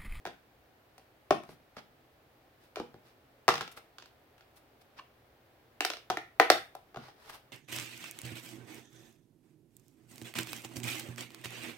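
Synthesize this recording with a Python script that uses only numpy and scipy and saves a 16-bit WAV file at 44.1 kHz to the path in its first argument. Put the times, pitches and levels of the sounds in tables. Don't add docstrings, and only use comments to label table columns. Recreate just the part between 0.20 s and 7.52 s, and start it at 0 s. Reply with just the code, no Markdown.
import sys
import numpy as np
from scipy import signal
from scipy.fft import rfft, irfft, next_fast_len
from scipy.io import wavfile

SR = 44100
rng = np.random.default_rng(int(sys.argv[2]) if len(sys.argv) > 2 else 0)


def store_pcm(level_fs):
    pcm = np.round(np.clip(level_fs, -1, 1) * 32767).astype(np.int16)
    wavfile.write(sys.argv[1], SR, np.atleast_2d(pcm).T)


N = 322795
TIME = np.arange(N) / SR


# t/s, level/dB, hardness/(dB/oct), ring f/Hz, ring gain/dB
CONTACTS = [(.0527, -41.5, 0, 750, 5.5), (.0632, -45, 1.5, 2020, 4.5), (.071, -43.5, -1, 400, 2.5),
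            (.78, -61.5, 5.5, 690, 10), (1.107, -25.5, -1.5, 594, 8.5), (1.235, -60.5, 4, 850, 12),
            (1.291, -56.5, -0.5, 473, 9.5), (1.567, -50, -0.5, 1500, 4), (2.558, -47, 2.5, 2700, 8),
            (2.568, -45, -3.5, 547, 6), (2.599, -43, -1, 430, 9), (2.742, -58.5, -2, 420, 7),
            (3.2802, -21.5, 0.5, 800, 3.5), (3.288, -23, 0.5, 1750, 6), (3.294, -35, 0, 1500, 7),
            (3.409, -39, 1.7, 2100, 8), (3.574, -52, 0, 1400, 4), (3.784, -55.5, 3.5, 2490, 12.5),
            (3.823, -59, 0.5, 3000, 12.5), (3.858, -61, 3.5, 3020, 1.5), (4.18, -69.5, 4, 2300, 7),
            (4.208, -64.5, 2, 2400, 9), (5.6064, -30, 2, 3000, 5), (5.649, -29, 3, 3170, 1.5),
            (5.9005, -31.5, 0.7, 850, 4.5), (5.9052, -36.5, -1.2, 745, 3), (5.971, -36, 0, 1400, 5.5),
            (6.1981, -21.5, 0.5, 1120, 12), (6.301, -16, 1, 783, 3.5), (6.551, -54, -.5, 765, 11.5),
            (6.7443, -52.5, -2.2, 1000, 2.5), (6.76, -48, -2.3, 2750, 5.5), (6.77, -48, -1, 1050, 7.5),
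            (6.883, -57, 0, 800, 4.5), (7.096, -50.5, 2, 2220, 4.5)]

def case(gain_db=0.5, thump_send_db=-1):
    sounds = [(s, shell_blow(register_levels(db, hardness, ring_hz, ring_db)), room_send_db(db, ring_db))
              for s, db, hardness, ring_hz, ring_db in list(CONTACTS) + hinge_ticks()]
    sounds += [(s, floor_thump(db), thump_send_db) for s, db in THUMPS]
    out, bands = np.zeros((2, N)), room_bands()
    for s, sound, send_db in sounds:
        add(out, s, sound)
        add(out, s, from_db(send_db) * signal.fftconvolve(sound, room_response(bands), axes=1))
    return from_db(gain_db) * out


# f/Hz, level/dB, t60/s
SHELL_MODES = [(404, -0.5, 0.03), (472.6, -4.5, 0.071), (710, 4, 0.0086), (753, 5, 0.024),
               (1013, -6, 0.016), (1297, 3, 0.0093), (1613, -4.5, 0.013), (2855, -10.5, 0.0018),
               (4570, -10, 0.0013)]
REGISTER_EDGES_HZ = [310, 550, 1100, 2500, 6600, 16000]

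def shell_blow(levels_db, chatter=0.6, chatter_per_s=3000, chatter_s=0.0027, crack_db=-1, crack_t60_s=0.027):
    t = np.arange(SR // 20) / SR
    force = chatter * rng.standard_normal(len(t)) * np.exp(-t / chatter_s)
    force *= rng.random(len(t)) < chatter_per_s / SR
    force[0] = 1
    tap = ringing(SHELL_MODES, t, scatter_db=2, detune=0.04, right_lag_s=0.0001)
    shell = signal.fftconvolve(tap, force[None], axes=1)[:, :len(t)]
    crack = tinted(diffuse(len(t)), [(4500, 0), (7500, -7), (14000, -8)]) * fade(t, crack_t60_s)
    blow = shell + from_db(crack_db) * crack
    registers = zip(levels_db, REGISTER_EDGES_HZ, REGISTER_EDGES_HZ[1:])
    return sum(set_attack(bandpass(blow, low, high), db) for db, low, high in registers)


# f/Hz, level/dB
BLOW_SPECTRUM = [(400, -5), (780, 0), (1660, -1), (4060, -5), (10300, -18.5)]

def register_levels(level_db, hardness_db_oct, ring_hz, ring_db, pivot_hz=1540, ring_width_oct=0.8):
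    hz = np.sqrt(np.multiply(REGISTER_EDGES_HZ[:-1], REGISTER_EDGES_HZ[1:]))
    tilt_db = hardness_db_oct * np.log2(hz / pivot_hz)
    spot_db = ring_db * np.exp(-(np.log2(hz / ring_hz) / ring_width_oct) ** 2)
    return level_db + at_hz(BLOW_SPECTRUM, hz) + tilt_db + spot_db


# t/s, length/s, first gap/s, gap ratio, level/dB, fade/(dB/s)
LID_SWINGS = [(3.34, .16, .015, 1.59, -39.5, 83), (5.701, .085, .034, 1, -37.5, 219)]

def hinge_ticks(hardness_db_oct=1.5, ring_hz=3220, ring_db=6):
    ticks = []
    for s, length_s, gap_s, gap_ratio, db, fade_db_per_s in LID_SWINGS:
        delays_s = np.append(0, np.cumsum(gap_s * gap_ratio ** np.arange(8)))
        for t in delays_s[delays_s < length_s]:
            ticks.append((s + t, db - fade_db_per_s * t, hardness_db_oct, ring_hz, ring_db))
    return ticks


# t/s, level/dB
THUMPS = [(.066, -52), (1.107, -35.5), (1.29, -52), (1.571, -52.5), (2.599, -46), (2.743, -55.5),
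          (3.289, -37.5), (3.41, -52.5), (5.901, -47), (6.302, -44.5), (6.771, -47.5)]

def floor_thump(level_db, board_hz=185, board_t60_s=0.023, rumble_db=-8, rumble_t60_s=0.14):
    t = np.arange(SR // 10) / SR
    boom = ringing([(board_hz, 0, board_t60_s)], t, scatter_db=1, detune=0, right_lag_s=0.00034)
    rumble = rms_one(bandpass(diffuse(len(t)), 120, 260, order=2)) * fade(t, rumble_t60_s)
    return set_attack(boom + from_db(rumble_db) * rumble, level_db)


# f/Hz, level/dB
RASP_SPECTRUM = [(100, -14), (220, -12), (500, -4), (740, -1.5), (950, -1), (1700, -6), (2700, -10),
                 (5200, -12), (7500, -30), (16000, -47.5)]
HISS_SPECTRUM = [(4000, -3), (7000, -5.5), (12000, -2.5), (16000, -10)]

def friction(grains_per_s=500, grain_db=-4, size_spread_db=4):
    sizes = from_db(size_spread_db * np.minimum(rng.exponential(1, N), 4))
    grains = (rng.random(N) < grains_per_s / SR) * sizes * diffuse(N)
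    noise = diffuse(N) + from_db(grain_db) * rms_one(grains)
    return rms_one(tinted(noise, RASP_SPECTRUM)), rms_one(tinted(noise, HISS_SPECTRUM))


# centre t/s, half-length/s, rasp level/dB, hiss level/dB
RUBS = [(1.311, 0.085, -64.5, -68.5), (1.585, 0.036, -48.5, -70), (2.442, 0.081, -68.5, -73),
        (2.586, 0.039, -50, -73), (2.882, 0.097, -67.5, -76), (3.522, 0.02, -66, -54.5),
        (3.577, 0.027, -52.5, -55.5), (4.373, 0.03, -69, -61.5), (4.617, 0.017, -62, -69),
        (4.786, 0.039, -54, -79), (6.553, 0.0052, -73, -48.5), (6.854, 0.14, -56, -73.5)]

def finger_rubs(rasp, hiss):
    out = np.zeros((2, N))
    for s, half_s, rasp_db, hiss_db in RUBS:
        on = np.abs(TIME - s) < half_s
        stroke = np.cos(np.pi / 2 * (TIME[on] - s) / half_s) ** 4
        out[:, on] += stroke * (from_db(rasp_db) * rasp[:, on] + from_db(hiss_db) * hiss[:, on])
    return out


# f/Hz, level/dB, t60/s
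SQUEAK_MODES = [(1095, 1.5, 0.019), (1550, -4.5, 0.0093), (2470, -4.5, 0.01), (2770, -8.5, .009),
                (4130, -17.5, 0.0067)]

def finger_squeak(start_s=4.785, length_s=0.017, slip_hz=530, jitter=0.12, level_db=-50):
    t = np.arange(SR // 25) / SR
    slips_s = np.cumsum(1 + jitter * rng.standard_normal(16)) / slip_hz
    slips_s = slips_s[slips_s < min(length_s, t[-1])]
    force, out = np.zeros((1, len(t))), np.zeros((2, N))
    force[0, (slips_s * SR).astype(int)] = np.sin(np.pi * slips_s / length_s)
    tap = ringing(SQUEAK_MODES, t, scatter_db=4, detune=0, right_lag_s=0.00005)
    squeak = signal.fftconvolve(tap, force, axes=1)[:, :len(t)]
    add(out, start_s, from_db(level_db) * rms_one(bandpass(squeak, 1080, 7500)))
    return out


# t/s, level/dB
SLIDE = [(6.96, -70.5), (7.058, -60), (7.09, -59), (7.094, -52.5), (7.118, -60), (7.146, -51.5),
         (7.26, -95.5)]

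def booklet(rasp, hiss, top_hiss_db=-3.5, hiss_exponent=1.5):
    s, db = np.transpose(SLIDE)
    speed = from_db(np.interp(TIME, s, db - db.max(), left=-100, right=-100))
    return from_db(db.max()) * (speed * rasp + from_db(top_hiss_db) * speed ** hiss_exponent * hiss)


def room_send_db(level_db, ring_db, light_touch_db=-40):
    return -3 + 0.0075 * (level_db - light_touch_db) + 0.11 * ring_db


# f/Hz, width/Hz, level/dB
ROOM_PEAKS = [(492, 40, -4), (730, 32, -10), (805, 45, -5.5), (966, 33, -5.5)]
# t/s, level/dB
ECHOES = [(.0095, -16), (.0135, -15), (.0165, -11.5), (0.0243, -24.5)]

def room_response(bands, tail_db=-3):
    masks, envelopes, gains = bands
    parts = irfft(rfft(diffuse(envelopes.shape[1]))[:, None] * masks) * envelopes
    energies = (parts ** 2).sum(2).mean(0)[:, None]
    tail = (parts * gains / np.sqrt(energies)).sum(1)
    resonances = sum(from_db(db) * signal.lfilter(*signal.iirpeak(hz, hz / width_hz, fs=SR), tail)
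                     for hz, width_hz, db in ROOM_PEAKS)
    response = from_db(tail_db) * (tail + resonances)
    for s, db in ECHOES:
        arrivals = int(s * SR) + rng.integers(-25, 26) + rng.integers(-6, 7, 2)
        response[[0, 1], arrivals] += from_db(db)
    return response


# f/Hz, t60/s
ROOM_T60 = [(100, 0.5), (300, 0.22), (750, 0.236), (2000, 0.3265), (5000, 0.25), (13000, 0.32)]
# f/Hz, level/dB
ROOM_SPECTRUM = [(100, 1), (400, -3), (750, -3.5), (1500, -2), (3500, 2.5), (6000, -4), (9000, -0.5),
                 (15000, -5)]

def room_bands(onset_s=0.0012, build_s=0.008, size=2 ** 14):
    t, hz = np.arange(size) / SR, np.fft.rfftfreq(size, 1 / SR)
    edges_hz = np.geomspace(90, 17000, 15)[:, None]
    low, high = edges_hz[:-1], edges_hz[1:]
    centre_hz = np.sqrt(low * high)
    masks = (hz >= low) & (hz < high)
    rise = 1 - np.exp(-np.maximum(t - onset_s, 0) / build_s)
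    envelopes = rise * fade(t, at_hz(ROOM_T60, centre_hz))
    gains = np.sqrt(2 * (high - low) / SR) * from_db(at_hz(ROOM_SPECTRUM, centre_hz))
    return masks, envelopes, gains


# f/Hz, level/dB
AIR_SPECTRUM = [(20, -23.5), (35, -6.5), (60, -1), (115, -1), (195, -8), (260, -2), (790, -3.5),
                (920, -8.5), (1700, -10.5), (4400, -20), (7000, -28.5), (9500, -28.5), (15500, -22)]

def room_tone(air_db=-64, hum_hz=124, hum_db=-79):
    air = from_db(air_db) * rms_one(tinted(diffuse(N), AIR_SPECTRUM))
    return air + from_db(hum_db) * rms_one(np.sin(2 * np.pi * hum_hz * TIME))


# f/Hz, correlation before clipping
CORRELATION = [(60, 1.1), (300, 0.7), (600, 0.7), (1100, 0.15), (2000, 0.08), (15000, 0)]

def diffuse(size):
    padded = next_fast_len(size)
    mid, side = rfft(rng.standard_normal((2, padded)))
    alike = np.clip(at_hz(CORRELATION, np.fft.rfftfreq(padded, 1 / SR)), -0.98, 0.98)
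    spectra = np.sqrt((1 + alike) / 2) * mid + np.sqrt((1 - alike) / 2) * side * [[1], [-1]]
    return irfft(spectra, padded)[:, :size]


def ringing(modes, t, scatter_db, detune, right_lag_s):
    hz, db, t60_s = np.transpose(modes)[:, :, None]
    hz = hz * np.exp(detune * np.sqrt(hz / 1000) * rng.standard_normal(hz.shape))
    envelopes = from_db(db + scatter_db * rng.standard_normal(hz.shape)) * fade(t, t60_s)
    return np.array([(envelopes * np.sin(2 * np.pi * hz * np.maximum(t - lag_s, 0))).sum(0)
                     for lag_s in (0, right_lag_s)])


def from_db(db):
    return 10 ** (np.asarray(db) / 20)


def rms_one(x):
    return x / np.sqrt(np.mean(x ** 2) + 1e-20)


def set_attack(x, db):
    return from_db(db) * x / np.sqrt(np.mean(x[:, :SR // 125] ** 2))


def fade(t, t60_s):
    return from_db(-60 * t / t60_s)


def at_hz(points, hz):
    table_hz, values = np.transpose(points)
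    return np.interp(np.log(np.maximum(hz, 1)), np.log(table_hz), values)


def bandpass(x, low_hz, high_hz, order=3):
    return signal.sosfilt(signal.butter(order, [low_hz, high_hz], "band", fs=SR, output="sos"), x)


def tinted(x, spectrum):
    size = next_fast_len(x.shape[-1])
    gain = from_db(at_hz(spectrum, np.fft.rfftfreq(size, 1 / SR)))
    return irfft(rfft(x, size) * gain, size)[..., :x.shape[-1]]


def add(track, start_s, sound):
    i = max(int(start_s * SR), 0)
    track[:, i:i + sound.shape[1]] += sound[:, :max(N - i, 0)]


# f/Hz, left minus right level/dB
BALANCE = [(200, 0.6), (1000, 0.9), (2300, 0.5), (4300, -3.5), (6000, -4.5), (8000, 8), (14000, 9.5)]

def scene(hands_send_db=-6):
    rasp, hiss = friction()
    hands = finger_rubs(rasp, hiss) + finger_squeak() + booklet(rasp, hiss)
    hands_reverb = signal.fftconvolve(hands, room_response(room_bands()), axes=1)[:, :N]
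    left, right = case() + hands + from_db(hands_send_db) * hands_reverb
    left = tinted(left, [(hz, db / 2) for hz, db in BALANCE])
    right = tinted(right, [(hz, -db / 2) for hz, db in BALANCE])
    return np.array([left, right]) + room_tone()


def record(dry, cutoff_hz=15900):
    lowpass = signal.ellip(10, 0.1, 80, cutoff_hz, fs=SR, output="sos")
    return signal.sosfilt(lowpass, np.clip(dry, -1, 1))


dry = scene()
out = record(dry)
store_pcm(out)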